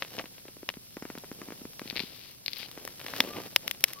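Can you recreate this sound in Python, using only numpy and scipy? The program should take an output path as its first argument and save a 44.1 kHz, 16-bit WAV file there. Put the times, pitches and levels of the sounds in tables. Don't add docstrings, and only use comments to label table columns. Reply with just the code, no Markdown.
import sys
import numpy as np
from scipy import signal
from scipy.fft import rfft, irfft, next_fast_len
from scipy.io import wavfile
from scipy.ndimage import uniform_filter1d, map_coordinates

SR = 44100
rng = np.random.default_rng(int(sys.argv[2]) if len(sys.argv) > 2 else 0)


def dump_mix(stems):
    frames = np.atleast_2d(stems).T
    limited = np.clip(frames, -1, 1)
    pcm = np.round(limited * 32767).astype(np.int16)
    wavfile.write(sys.argv[1], SR, pcm)


N = 176400

# frequency in Hz, gain in dB.
HISS_COLOUR = [(25, -1), (60, 2), (130, 10.5), (280, 2), (750, -8.5), (1500, -22.5), (2800, -9.5),
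               (5300, -6), (7300, -18), (10000, -10.5), (12800, -5), (15500, -11)]
# frequency in Hz, side over mid in dB.
HISS_SIDE = [(60, 2), (120, -8), (480, 4.5), (1300, 6), (3770, 2.5), (7520, 11.5), (15000, 6.5)]
# start and length in seconds, first and last pitch in Hz, relative level in dB.
WHISTLES = [(3.23, 0.161, 1132, 1224, -51), (3.951, 0.1, 1120, 1185, -52)]
# start in seconds, relative level in dB.
CHIRPS = [(.946, -56), (.996, -57), (1.028, -54), (1.545, -58), (1.628, -54)]

# frequency in Hz, gain in dB.
GRIP_COLOUR = [(100, -14.5), (450, 5.5), (1200, 3.5), (2400, 1), (3800, -13.5), (7000, -10), (16000, -52)]
LEAF_COLOUR = [(100, -10), (500, 9.5), (1300, 5.5), (2800, 10), (4200, 5), (5500, -6), (7000, -10),
               (13000, -7), (16000, -65)]
RUB_COLOUR = [(30, -39), (100, -3.5), (230, 3), (520, 2.5), (800, -4), (1300, -16), (3000, -11.5),
              (16000, -84)]
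SCRAPE_COLOUR = [(100, -14), (600, -12.5), (1000, -2), (2100, 0), (2900, 1), (5500, 0), (7000, -9.5),
                 (9500, -9), (12700, -1.5), (16000, -9)]
SLIDE_COLOUR = [(100, -4.5), (1400, -10.5), (2400, 0), (4700, 3.5), (7500, -22.5), (13000, -9),
                (16000, -24)]
CRACKLE_COLOUR = [(6000, -45), (13500, 0)]
PORT_COLOUR = [(100, -8.5), (500, -6.5), (1300, -14.5), (2250, 6), (3250, 0.5), (4300, 8.5), (5100, -0.5),
               (6500, -21.5), (9000, -29.5), (13000, -12.5), (16000, -33)]
CASE_COLOUR = [(80, -26), (250, -18), (360, -30.5), (540, -11), (740, -19), (1000, -11.5), (1450, -9.5),
               (2050, 8.5), (2500, 6), (2950, 7), (3800, 5.5), (4850, -1), (5450, 6), (7000, -17.5),
               (8800, -20.5), (10300, -12.5), (13000, -9.5), (16000, -18)]
# time in seconds, relative level in dB.
RUB_LEVEL = [(.1, -60), (.16, -47.5), (.2, -37.5), (.225, -61), (.85, -90), (1.42, -54), (1.7, -62.5),
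             (2.0, -58), (2.4, -69.5), (2.85, -54), (2.97, -60), (3.09, -49), (3.25, -42.5), (3.34, -46.5),
             (3.39, -35.5), (3.44, -50), (3.465, -41), (3.49, -62), (3.62, -59.5), (3.66, -44.5),
             (3.72, -61.5)]
SCRAPE_LEVEL = [(.1, -52), (.18, -51), (.2, -43.5), (.23, -58), (.4, -59), (.9, -60.5), (1.42, -55),
                (1.7, -59.5), (1.85, -51), (2.4, -60.5), (2.8, -52.5), (2.95, -55.5), (3.05, -50.5),
                (3.08, -44.5), (3.2, -39.5), (3.31, -47), (3.4, -44.5), (3.44, -50), (3.465, -46),
                (3.49, -57.5), (3.62, -53.5), (3.66, -49.5), (3.79, -57.5), (3.89, -47), (3.97, -55.5)]
SLIDE_LEVEL = [(1.76, -78), (1.89, -52), (1.94, -62), (2.02, -43), (2.09, -53.5), (2.28, -52), (2.36, -64),
               (2.45, -102), (2.49, -54), (2.55, -48.5), (2.61, -43), (2.66, -47), (2.72, -88)]
# start in seconds, relative level in dB, pitch in Hz, tick weight in dB.
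GRIP_THUDS = [(.198, -30.5, 540, 2.5), (.241, -37, 262, -2.5), (0.4537, -37, 383, -10),
              (0.4858, -36, 354, -13), (.568, -38.5, 376, -9.5), (.631, -29.5, 350, -13.5),
              (0.7703, -33.5, 236, -12.5), (.969, -27.5, 304, -7), (1.024, -30, 256, -3),
              (1.053, -29, 298, -5.5), (1.1013, -31.5, 266, -1), (1.153, -35, 274, -1),
              (1.177, -33, 240, -3), (1.237, -29.5, 545, -20), (1.2437, -36, 366, -4.5),
              (1.3155, -29, 270, -7), (1.4165, -33, 283, -0.5), (1.486, -33, 260, -5.5),
              (1.5052, -36.5, 285, 0), (1.5223, -33, 274, -3), (1.6163, -35, 266, -14),
              (1.6533, -29.5, 272, -10), (1.817, -28.5, 282, -8.5), (1.857, -34, 258, -13),
              (1.9277, -34, 225, -7), (1.96, -32, 300, -6), (2.0048, -31.5, 244, -3.5),
              (2.036, -31.5, 229, -15), (2.776, -32.5, 306, -3), (2.851, -27, 500, -29),
              (3.2054, -28, 280, -11), (3.402, -31, 398, -4)]
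# start in seconds, relative level in dB.
LEAF_TICKS = [(0.0301, -29), (0.049, -30.5), (0.2126, -34.5), (0.2574, -33), (0.382, -37), (.4822, -35),
              (.701, -27.5), (0.74, -34), (3.0018, -32), (3.0141, -30), (3.084, -26.5), (3.1656, -29),
              (3.274, -32), (3.336, -32), (3.368, -31), (3.468, -43), (3.748, -36.5), (3.9042, -33.5)]
# start in seconds, relative level in dB,
# brightness in dB per octave.
STEM_SLIPS = [(1.8757, -26, 0), (1.899, -17.5, 5), (1.9071, -23, -7.5), (1.9554, -25, -5),
              (1.9631, -16, 0.5), (1.9706, -16, -3), (1.9783, -19, -4), (1.993, -14, -1.5),
              (2.0008, -15, -1), (2.4605, -15, 8.5), (2.4797, -12, -0.5), (2.5315, -16.5, 6.5),
              (2.5682, -26, -1), (2.6284, -24, -8)]
# start in seconds, relative level in dB, body and sizzle weights
# in dB, treble left over right in dB, the twig's resonance in Hz.
TWIG_SNAPS = [(0.0233, -18, -7, -29, 15, 2720), (0.1884, -20, -24, -39, 1.9, 2740),
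              (0.1948, -23.5, -9.5, -38, 2.9, 2670), (0.6902, -15.5, -11, -20.5, 9.8, 2770),
              (1.7949, -28, -7.5, -14, 8.4, 4140), (2.8517, -31.5, -18, -0.5, 9, 5040),
              (2.8767, -31, -1, -2, 6, 1730), (3.0646, -25, -10.5, -16, 2.3, 1750),
              (3.1374, -29.5, 1.5, -34, 6.7, 1480), (3.2044, -3.5, -15, -17, 1.5, 3500),
              (3.562, -2, -19, -12.5, 8.5, 2960), (3.679, -16, -18.5, -8.5, 8.1, 3240),
              (3.7121, -14.5, -22, -7.5, 13.5, 3280), (3.8079, -37, -34, 2, 3, 2800),
              (3.8403, -2, -21.5, -5, 8.5, 2730), (3.9342, -28.5, -16.5, -1.5, 8, 3330)]
# frequency in Hz, phase in radians.
PORT_LEAD = [(100, 0), (2000, 0.62), (4000, 1.07), (8000, 3), (14000, 1.5)]

LEAD_IN_S = .0015


def amp(db):
    return 10 ** (np.asarray(db) / 20)


def unit(x):
    return x / np.sqrt(np.mean(x ** 2) + 1e-20)


def punch(x):
    return x / np.sqrt(np.sum(x ** 2) / (SR / 1000) + 1e-20)


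def along(points, hz):
    knots_hz, values = np.transpose(points)
    return np.interp(np.log(hz + 1), np.log(knots_hz + 1), values)


def level(points):
    return amp(np.interp(np.arange(N) / SR, *np.transpose(points)))


def wobble(rate):
    return map_coordinates(rng.standard_normal(int(N * rate / SR) + 4), [np.arange(N) * rate / SR])


def add(out, s, x):
    i = max(0, round(s * SR))
    out[..., i:i + x.shape[-1]] += x[..., :max(0, N - i)]


def filtered(x, response):
    n = x.shape[-1]
    padded = 2 * next_fast_len(n // 2 + 2048)
    return irfft(rfft(x, padded) * response(np.fft.rfftfreq(padded, 1 / SR)), padded)[..., :n]


def ring(x, colour):
    def minimum_phase(hz):
        cepstrum = irfft(np.log(amp(along(colour, hz))))
        half = len(cepstrum) // 2
        cepstrum[1:half] *= 2
        cepstrum[half + 1:] = 0
        return np.exp(rfft(cepstrum))
    return filtered(x, minimum_phase)


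def ports(x, pan_db, split_hz=1800):
    def response(hz):
        lean = amp(np.outer([.5, -.5], pan_db * hz ** 2 / (hz ** 2 + split_hz ** 2)))
        lag = np.outer([0, 1], along(PORT_LEAD, hz))
        return lean / lean.mean(0) * np.exp(-1j * lag)
    return filtered(x, response)


def contact(rise_s, t60, grit, tail_db, tail_t60, apart):
    t = np.arange(SR // 20) / SR - LEAD_IN_S
    decay = amp(-60 * abs(t) / t60) + amp(tail_db - 60 * abs(t) / tail_t60)
    envelope = np.where(t < 0, np.exp(-abs(t) / rise_s), decay)
    burst = envelope * (rng.standard_normal(len(t)) + apart * rng.standard_normal((2, len(t))))
    burst *= grit / np.linalg.norm(burst[0])
    burst[:, np.argmin(abs(t))] += 1
    def flatten(hz):
        power = np.mean(abs(rfft(burst, 2 * (len(hz) - 1))) ** 2, axis=0)
        return abs(uniform_filter1d(power, size=110)) ** -.5
    return filtered(burst, flatten)


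def friction(colour, rate, spread_db, smooth, apart):
    sizes = amp(spread_db * np.minimum(rng.exponential(size=N), 3)) * rng.choice([-1, 1], N)
    slips = unit((rng.random(N) < rate / SR) * sizes)
    drive = (slips + smooth * rng.standard_normal(N)) * (1 + apart * rng.standard_normal((2, N)))
    return unit(ring(drive, colour))


def background_hiss():
    def mid_and_side(hz):
        return amp(along(HISS_COLOUR, hz) + np.outer([0, 1], along(HISS_SIDE, hz)))
    mid, side = filtered(rng.standard_normal((2, N)), mid_and_side)
    drifting_db = -56.5 + 2.1 * wobble(rate=2.75)
    return amp(drifting_db) * np.array([mid + side, mid - side]) / np.std(mid)


def bird_call(s, length_s, from_hz, to_hz, db):
    out, progress = np.zeros(N), np.linspace(0, 1, int(length_s * SR))
    hz = (from_hz + (to_hz - from_hz) * progress) * (1 + .025 * wobble(rate=900)[:len(progress)])
    envelope = np.sqrt(abs(np.sin(np.pi * progress)))
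    add(out, s, amp(db) * envelope * np.sin(2 * np.pi * np.cumsum(hz) / SR))
    return out


def birds(echo_t60=0.32):
    far = sum(bird_call(*row) for row in WHISTLES)
    near = sum(bird_call(s, length_s=.016, from_hz=5600, to_hz=4950, db=db) for s, db in CHIRPS)
    t = np.arange(SR // 3) / SR
    tail = rng.standard_normal((2, len(t))) * amp(-60 * t / echo_t60)
    echo = signal.fftconvolve(far[None], tail / np.linalg.norm(tail[0]), axes=1)[:, :N]
    return (far + near + echo) * amp([[2], [-3]])


def grip(fade_cycles=1.18, flex_rise_s=0.0014, overtone_ratio=1.45, overtone_db=-9):
    out, t = np.zeros((2, N)), np.arange(SR // 20) / SR
    for s, db, hz, tick_db in GRIP_THUDS:
        phase = 2 * np.pi * hz * t
        modes = np.sin(phase) + amp(overtone_db) * np.sin(overtone_ratio * phase)
        flex = -modes * np.exp(-(t * hz / fade_cycles) ** 2) * (1 - np.exp(-t / flex_rise_s))
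        touch = contact(rise_s=0.00015, t60=0.003, grit=0.87, tail_db=-13, tail_t60=0.079, apart=0.49)
        add(out, s, amp(db + 2) * flex)
        add(out, s - LEAD_IN_S, amp(db + tick_db + 3) * punch(ring(touch, GRIP_COLOUR)))
    return ports(out, pan_db=7)


def leaves(clump_db=2.5):
    rub = friction(RUB_COLOUR, rate=450, spread_db=3.5, smooth=0.35, apart=0.52)
    scrape = friction(SCRAPE_COLOUR, rate=500, spread_db=6.5, smooth=1, apart=0.77)
    out = level(RUB_LEVEL) * rub + level(SCRAPE_LEVEL) * scrape
    out *= unit(amp(clump_db * wobble(rate=130)))
    for s, db in LEAF_TICKS:
        touch = contact(rise_s=0.000067, t60=0.0021, grit=1, tail_db=-15.5, tail_t60=0.068, apart=1)
        add(out, s - LEAD_IN_S, amp(db - 1) * punch(ring(touch, LEAF_COLOUR)))
    return ports(out, pan_db=4)


def stem(crackle_db=-8):
    hiss = friction(SLIDE_COLOUR, rate=2000, spread_db=9, smooth=1, apart=0.66)
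    crackle = friction(CRACKLE_COLOUR, rate=110, spread_db=7, smooth=0, apart=0.6)
    out = level(SLIDE_LEVEL) * (hiss + amp(crackle_db) * crackle)
    for s, db, tilt in STEM_SLIPS:
        colour = [(hz, port_db + tilt * np.clip(np.log2(hz / 3000), -1, 1))
                  for hz, port_db in PORT_COLOUR]
        slip = contact(rise_s=0.0001, t60=0.0041, grit=0.83, tail_db=-18, tail_t60=0.052, apart=0.35)
        add(out, s, amp(db - 5) * punch(ring(slip, colour)))
    return ports(out, pan_db=17)


def twigs(resonance_gain=.7, q=6, body_hz=1400, sizzle_hz=6500):
    out = np.zeros((2, N))
    for s, db, body_db, sizzle_db, pan_db, twig_hz in TWIG_SNAPS:
        def resonance(hz):
            damping = 1j * hz * twig_hz
            return 1 + resonance_gain * damping / (q * (twig_hz ** 2 - hz ** 2) + damping)
        strike = contact(rise_s=0.00026, t60=0.0015, grit=2.15, tail_db=-17, tail_t60=0.015, apart=0.49)
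        crack = filtered(ring(strike, CASE_COLOUR), resonance)
        body = filtered(crack, lambda hz: 1 / (1 + (hz / body_hz) ** 8))
        sizzle = filtered(crack, lambda hz: 1 - 1 / (1 + (hz / sizzle_hz) ** 12))
        middle = crack - body - sizzle
        snap = punch(middle) + amp(body_db + 6.5) * punch(body) + amp(sizzle_db + 6) * punch(sizzle)
        add(out, s - LEAD_IN_S, amp(db - 2.5) * ports(snap, pan_db))
    return out


def scene(low_cut_hz=24):
    handling = twigs() + stem() + leaves() + grip()
    return filtered(handling, lambda hz: 1j * hz / (low_cut_hz + 1j * hz)) + birds() + background_hiss()


def record(dry, top_hz=15900):
    return filtered(np.clip(dry, -1, 1), lambda hz: 1 / (1 + (hz / top_hz) ** 120))


dry = scene()
out = record(dry)
dump_mix(out)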